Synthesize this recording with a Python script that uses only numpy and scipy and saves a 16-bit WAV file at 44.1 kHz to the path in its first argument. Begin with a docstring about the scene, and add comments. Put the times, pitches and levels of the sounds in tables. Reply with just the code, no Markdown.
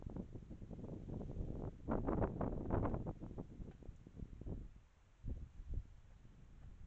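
"""A lawn at night, heard by a small trail camera: uneven wind buffets its microphone opening.
Slow air only rumbles; faster air sheds smaller eddies (little whirls) that flutter and pop.
A hedgehog shuffles against a food dish and tips it up, and it drops back with a faint click.
Behind it all, leaves rustle, dry grass ticks and the microphone hisses steadily."""
import sys
import numpy as np
from scipy.fft import rfft, irfft, next_fast_len
from scipy.io import wavfile
from scipy.ndimage import uniform_filter1d, map_coordinates

SR = 44100
rng = np.random.default_rng(int(sys.argv[2]) if len(sys.argv) > 2 else 0)


def persist_wave(psi):
    """Save psi, clipped to +-1, as 16-bit WAV."""
    counts = np.round(np.clip(psi, -1, 1) * 32767).astype(np.int16)
    wavfile.write(sys.argv[1], SR, np.atleast_2d(counts).T)


N = 302526
TIME = np.arange(N) / SR


def amp(db):
    """Turn decibels into a volume multiplier."""
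    return 10 ** (np.asarray(db) / 20)


def along(points, hz):
    """Look up hz between (frequency, value) points, spaced by octaves."""
    freqs, values = np.transpose(points)
    return np.interp(np.log(hz + 1), np.log(freqs + 1), values)


def curves(rows):
    """Join timed rows with straight lines: one curve for each column after the time."""
    times, *columns = np.transpose(rows)
    return [np.interp(TIME, times, column) for column in columns]


def wobble(rate):
    """A smooth curve through `rate` random values a second."""
    return map_coordinates(rng.standard_normal(int(N * rate / SR) + 4), [TIME * rate])


def filtered(x, response):
    """Turn each frequency of x up or down by response(hz)."""
    size = next_fast_len(len(x) + SR // 2)
    return irfft(rfft(x, size) * response(np.fft.rfftfreq(size, 1 / SR)), size)[:len(x)]


def noise(spectrum):
    """Noise with the given tone colour and an average (rms) strength of 1."""
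    x = filtered(rng.standard_normal(N), lambda hz: amp(along(spectrum, hz)))
    return x / np.sqrt(np.mean(x ** 2) + 1e-20)


def steadied(x, span_s):
    """Even out the chance swells of a noise."""
    power = np.abs(uniform_filter1d(x ** 2, int(span_s * SR) + 1))
    return x / np.sqrt(power + 1e-9)


def octave(x, centre_hz):
    """Keep one band of x, fading to nothing an octave either side."""
    return filtered(x, lambda hz: np.clip(1 - np.abs(np.log2((hz + 1) / centre_hz)), 0, 1))


def add(track, s, sound):
    """Mix a sound into the track from s seconds on."""
    start = round(s * SR)
    sound = sound[max(-start, 0):]
    part = track[max(start, 0):][:len(sound)]
    part += sound[:len(part)]


# tone colour of the hiss: (frequency [Hz], level [dB])
HISS_TONE = [(30, 4), (300, 2), (1000, 0), (1500, -2), (2000, -4.5), (3000, -8.5), (3900, -12.5),
             (4600, -18.5), (5100, -17.5), (6000, -13.5), (7000, -12.5), (7600, -15), (8100, -22),
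             (8600, -28.5)]
def hiss(level_db=-77.0):
    """The microphone and its amplifier make a steady noise of their own."""
    return amp(level_db) * noise(HISS_TONE)


# how loudly the breeze stirs the leaves: (time [s], level [dB])
RUSTLE_LEVELS = [(0, -89.5), (.6, -90), (1.4, -85), (2.4, -100), (3.3, -91), (4.2, -92), (4.7, -100),
                 (5.7, -88), (6.86, -100)]
# tone colour of the rustle: (frequency [Hz], level [dB])
RUSTLE_TONE = [(500, -21), (1500, -1.5), (3300, 4.5), (4000, 1), (4800, -4.5), (6200, 1.5), (7300, -2),
               (8500, -17.5)]
def leaves(flicker_db=1.5):
    """Leaves rustle faintly as the breeze goes through them."""
    rustle_db, = curves(RUSTLE_LEVELS)
    return amp(rustle_db + flicker_db * wobble(120)) * noise(RUSTLE_TONE)


# snaps in the grass: (time [s], starting level [dB])
GRASS_SNAPS = [(.838, -83), (3.961, -78), (5.367, -81)]
# tone colour of a snap: (frequency [Hz], level [dB])
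SNAP_TONE = [(1000, -23), (3000, -17), (5000, -12), (6200, 5), (7100, 6), (8500, -16)]
def grass(fade_s=0.06):
    """Dry stalks give tiny bright snaps."""
    track, t = np.zeros(N), np.arange(SR // 8) / SR
    for s, db in GRASS_SNAPS:
        add(track, s, amp(db - 60 * t / fade_s) * noise(SNAP_TONE)[:len(t)])
    return track


# the hedgehog's scrapes: (time [s], level [dB])
SCRAPES = [(6.12, -74.5), (6.63, -73)]
def hedgehog_shuffles(width_s=0.018):
    """The hedgehog brushes the dish: soft, dull scrapes that swell and fade."""
    swells = sum(amp(db) * np.exp(-((TIME - s) / width_s) ** 2) for s, db in SCRAPES)
    return swells * noise([(150, -15), (550, 8), (1000, -2), (1500, 2), (2500, -23), (6000, -36)])


# the dish is nudged or lands: (time [s], peak level [dB])
DISH_KNOCKS = [(2.8933, -56.5), (3.712, -55.5), (6.6318, -64)]
# the notes the dish rings with: (frequency [Hz], level [dB], time to fade by 60 dB [s])
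DISH_NOTES = [(480, 0.5, .08), (757, 6.5, 0.066), (1520, 7, 0.063), (1613, -1, 0.066), (1800, -7, .16),
              (2620, -9, 0.18), (3020, -16.5, 0.17), (4000, -18, 0.068), (6100, -22, 0.17),
              (6880, -11, .05)]
def dish(clatter_fade_s=0.062, attack_s=0.00089):
    """Each knock rings the dish briefly while its rim chatters on the ground."""
    track, t = np.zeros(N), np.arange(SR // 3) / SR
    for s, db in DISH_KNOCKS:
        ring = np.zeros(len(t))
        for hz, note_db, fade_s in DISH_NOTES:
            fade = amp(note_db + rng.normal(0, 3.1) - 60 * t / fade_s)
            ring += fade * np.sin(2 * np.pi * (hz * t + rng.random()))
        rim_noise = noise([(500, -8), (2000, 16), (4000, 4), (8000, -19)])[:len(t)]
        clatter = amp(-60 * t / clatter_fade_s) * rim_noise
        knock = (ring + clatter) * (1 - np.exp(-t / attack_s))
        add(track, s, amp(db) * knock / np.abs(knock).max())
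    return track


def with_gusts(base_db, crest, rise, fall, crest_db, drop_db=9):
    """Add rounded gusts to a level in dB; each is drop_db down at the ends of its rise and fall."""
    t = TIME[::SR // 1000]
    since_crest = t[:, None] - crest
    distance = np.maximum(-since_crest / rise, since_crest / fall)
    gust_power = np.sum(amp(crest_db - drop_db * distance ** 2) ** 2, axis=1)
    return 10 * np.log10(amp(base_db) ** 2 + np.interp(TIME, t, gust_power))


# the wind between gusts builds, drops and stirs again: (time [s], flutter [dB], rumble [dB])
WIND_LEVELS = [(0.0, -64, -55), (0.64, -75, -59.5), (0.85, -49, -54), (1.05, -53.5, -53.5),
               (1.61, -48.0, -45.5), (1.7, -62.0, -55.5), (1.88, -64, -53.5), (1.97, -49.5, -43),
               (2.29, -49.0, -54), (2.9, -43.5, -44), (3.02, -48.5, -46.5), (3.08, -60, -55.0),
               (4.04, -71, -62), (4.55, -68.5, -51.5), (4.99, -104.0, -69), (5.9, -93, -59),
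               (6.4, -71.5, -60), (6.86, -79.5, -54.5)]
# gusts that hit the microphone: (crest time [s], rise [s], fall [s], flutter [dB], rumble [dB])
WIND_GUSTS = [(0.2, 0.078, 0.045, -47.5, -50), (0.36, 0.015, 0.019, -51, -51.0),
              (0.517, 0.021, 0.051, -54, -53), (0.626, 0.011, 0.031, -54.5, -51.5),
              (0.729, 0.033, 0.017, -49, -57), (1.148, 0.038, 0.086, -46.5, -58),
              (1.412, 0.01, 0.0093, -65, -39.0), (1.68, 0.067, 0.011, -41.5, -54),
              (1.935, 0.05, 0.062, -37, -50), (2.102, 0.041, 0.089, -38, -41.5),
              (2.239, 0.049, 0.027, -34.5, -38), (2.419, 0.019, 0.057, -38, -53),
              (2.569, 0.08, 0.026, -43, -46.5), (2.768, 0.049, 0.021, -35, -43),
              (2.842, 0.019, 0.02, -32.5, -44), (2.941, 0.006, 0.022, -39, -48.5),
              (3.093, 0.032, 0.018, -41.5, -45.5), (3.246, 0.02, 0.021, -44.5, -50.5),
              (3.386, 0.021, 0.032, -48, -49.0), (3.519, 0.016, 0.031, -54, -60),
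              (3.614, 0.019, 0.013, -45.5, -46.5), (3.671, 0.017, 0.039, -51, -58),
              (4.189, 0.021, 0.02, -55.5, -66), (4.517, 0.059, 0.027, -48.5, -45.0),
              (4.583, 0.022, 0.056, -56.5, -48), (5.299, 0.03, 0.032, -50.5, -38.5),
              (5.402, 0.06, 0.054, -61.5, -46.5), (5.599, 0.023, 0.029, -67.5, -48),
              (5.74, 0.04, 0.057, -66, -40), (6.681, 0.04, 0.042, -69.5, -54)]
def airflow(wander_db=2.0, lead_s=0.013, linger_s=0.0076):
    """How hard the wind drives the flutter and the rumble at each moment, in dB."""
    flutter_db, rumble_db = curves(WIND_LEVELS)
    rumble_db += wander_db * wobble(17)
    crest, rise, fall, gust_flutter_db, gust_rumble_db = np.transpose(WIND_GUSTS)
    # a gust's rumble starts before its flutter and outlasts it
    return (with_gusts(flutter_db, crest, rise, fall, gust_flutter_db),
            with_gusts(rumble_db, crest, rise + lead_s, fall + linger_s, gust_rumble_db))


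# tone colour of the rumble: (frequency [Hz], level [dB])
RUMBLE_TONE = [(8, -8.5), (25, 4.5), (50, -0.5), (100, -4.5), (160, -17), (260, -26), (500, -51.5),
               (1000, -100)]
def wind_rumble(rumble_db, gain_db=-0.88):
    """Even slow air churns at the microphone opening and makes a low rumble."""
    return amp(rumble_db + gain_db) * steadied(noise(RUMBLE_TONE), span_s=0.053)


# tone colour of the flutter: (frequency [Hz], level [dB])
FLUTTER_TONE = [(40, -29), (100, 1.5), (170, 3), (300, -0.5), (500, -7.5), (900, -16.5), (1400, -30.5),
                (2000, -43), (3000, -56), (5000, -76.5), (9000, -80)]
# how fast each pitch grows with the wind: (frequency [Hz], growth [dB per dB])
FLUTTER_GROWTH = [(100, 0.55), (300, 0.93), (600, 1.14), (1200, 3), (3000, 2.52)]
def wind_flutter(flutter_db, gain_db=-2.5, full_gust_db=-41, lump_db=4.0, burst_db=4.0,
                 sputter=0.3, ceiling_db=10.5):
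    """Swirling air flutters at the microphone opening, brighter as it speeds up."""
    # the air arrives in lumps, which break into bursts of a few milliseconds
    lumps = np.tanh(wobble(60))
    bursts = np.tanh(wobble(240))
    drive_db = flutter_db - full_gust_db + lump_db * lumps + burst_db * bursts
    # a full gust roars on; weak air stalls between its lumps and sputters
    weakness_db = np.clip(full_gust_db - flutter_db, 0, 20)
    drive_db += sputter * weakness_db * (lumps - np.abs(lumps))
    # no lump outruns the free wind
    drive_db = ceiling_db - 2 * np.logaddexp(0, (ceiling_db - drive_db) / 2)
    flow = steadied(noise(FLUTTER_TONE), span_s=0.022)
    # small eddies need fast air, so the high octaves swell and fade the most
    centres_hz = 2. ** np.arange(5, 14)
    flutter = sum(octave(flow, hz) * amp(along(FLUTTER_GROWTH, hz) * drive_db) for hz in centres_hz)
    return amp(full_gust_db + gain_db) * flutter


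def chance_eddies(flutter_db, per_second=30, boost_db=6.5, base_hz=152, base_db=-49, db_per_octave=25):
    """List random eddies as (time, peak level, pitch): stronger and higher in faster air."""
    rows = []
    for slot, (shift, scatter_db, detune) in enumerate(rng.standard_normal((400, 3))):
        s = (slot + 0.5 + np.tanh(shift) / 2) / per_second
        if s < TIME[-1]:
            flow_db = flutter_db[int(s * SR)]
            octaves = (flow_db - base_db) / db_per_octave + 0.25 * detune
            rows.append((s, flow_db + boost_db + scatter_db, base_hz * 2 ** octaves))
    return rows


# the strongest eddies that slap the microphone: (time [s], peak level [dB], pitch [Hz])
STRONG_EDDIES = [(0.025, -40.5, 240), (0.068, -35.5, 70), (0.099, -39, 240), (0.166, -41, 350),
                 (0.201, -34.5, 150), (0.329, -47, 140), (0.428, -44, 90), (0.795, -43, 150),
                 (0.885, -42, 240), (0.933, -39.5, 170), (1.218, -38, 240), (1.315, -36.5, 190),
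                 (1.505, -33, 130), (1.556, -43, 270), (1.622, -36, 210), (1.652, -40, 352),
                 (1.892, -33.5, 170), (1.954, -27.5, 270), (2.092, -26.5, 270), (2.183, -32, 238.7),
                 (2.275, -38, 440), (2.478, -31.5, 270), (2.706, -35.5, 390), (2.746, -28.5, 270),
                 (2.854, -31.5, 473), (2.944, -32.5, 350), (3.07, -39, 250), (3.111, -37.5, 210),
                 (3.265, -45, 330), (3.312, -39.5, 120), (3.387, -41, 268), (3.412, -41.5, 212),
                 (3.828, -44, 150), (3.857, -42.5, 170), (3.891, -42, 45), (4.07, -45.5, 130),
                 (4.172, -48.5, 130), (4.198, -40, 120), (4.227, -37.5, 60), (4.257, -47, 99),
                 (4.333, -43.5, 88.5), (4.416, -40, 130), (4.531, -40.5, 150), (4.578, -40, 90),
                 (4.764, -51, 70), (5.28, -36, 60), (5.74, -41.5, 130), (5.776, -35.5, 30),
                 (5.856, -52.5, 90), (6.254, -53, 110)]
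def eddy_pops(flutter_db, lopsided=0.16):
    """A passing eddy swings the air pressure once each way; a smaller one does it faster."""
    eddies = STRONG_EDDIES + chance_eddies(flutter_db)
    track, t = np.zeros(N), np.arange(-SR // 25, SR // 25) / SR
    for s, db, hz in eddies:
        lean, side = rng.standard_normal(2)
        position = 2 * np.pi * hz * t  # zero as the eddy's centre passes
        swing = (np.sign(side) * position + lopsided * np.tanh(lean)) / (1 + position ** 2) ** 2
        swing *= np.hanning(len(t))
        add(track, s + t[0], amp(db) * swing / np.abs(swing).max())
    return track


def scene():
    """Mix the small garden sounds, the hiss and the wind into one channel."""
    flutter_db, rumble_db = airflow()
    quiet_sounds = dish() + grass() + hedgehog_shuffles() + leaves() + hiss()
    wind = wind_rumble(rumble_db) + wind_flutter(flutter_db) + eddy_pops(flutter_db)
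    return (quiet_sounds + wind)[None]


TOP_HZ, SLOPE_WIDTH_HZ = 8600, 400
def record(dry):
    """The camera cuts off the highest treble."""
    def treble_cut(hz):
        return np.clip((TOP_HZ - hz) / SLOPE_WIDTH_HZ + 0.5, 0, 1)
    return np.array([filtered(channel, treble_cut) for channel in dry])


dry = scene()
out = record(dry)
persist_wave(out)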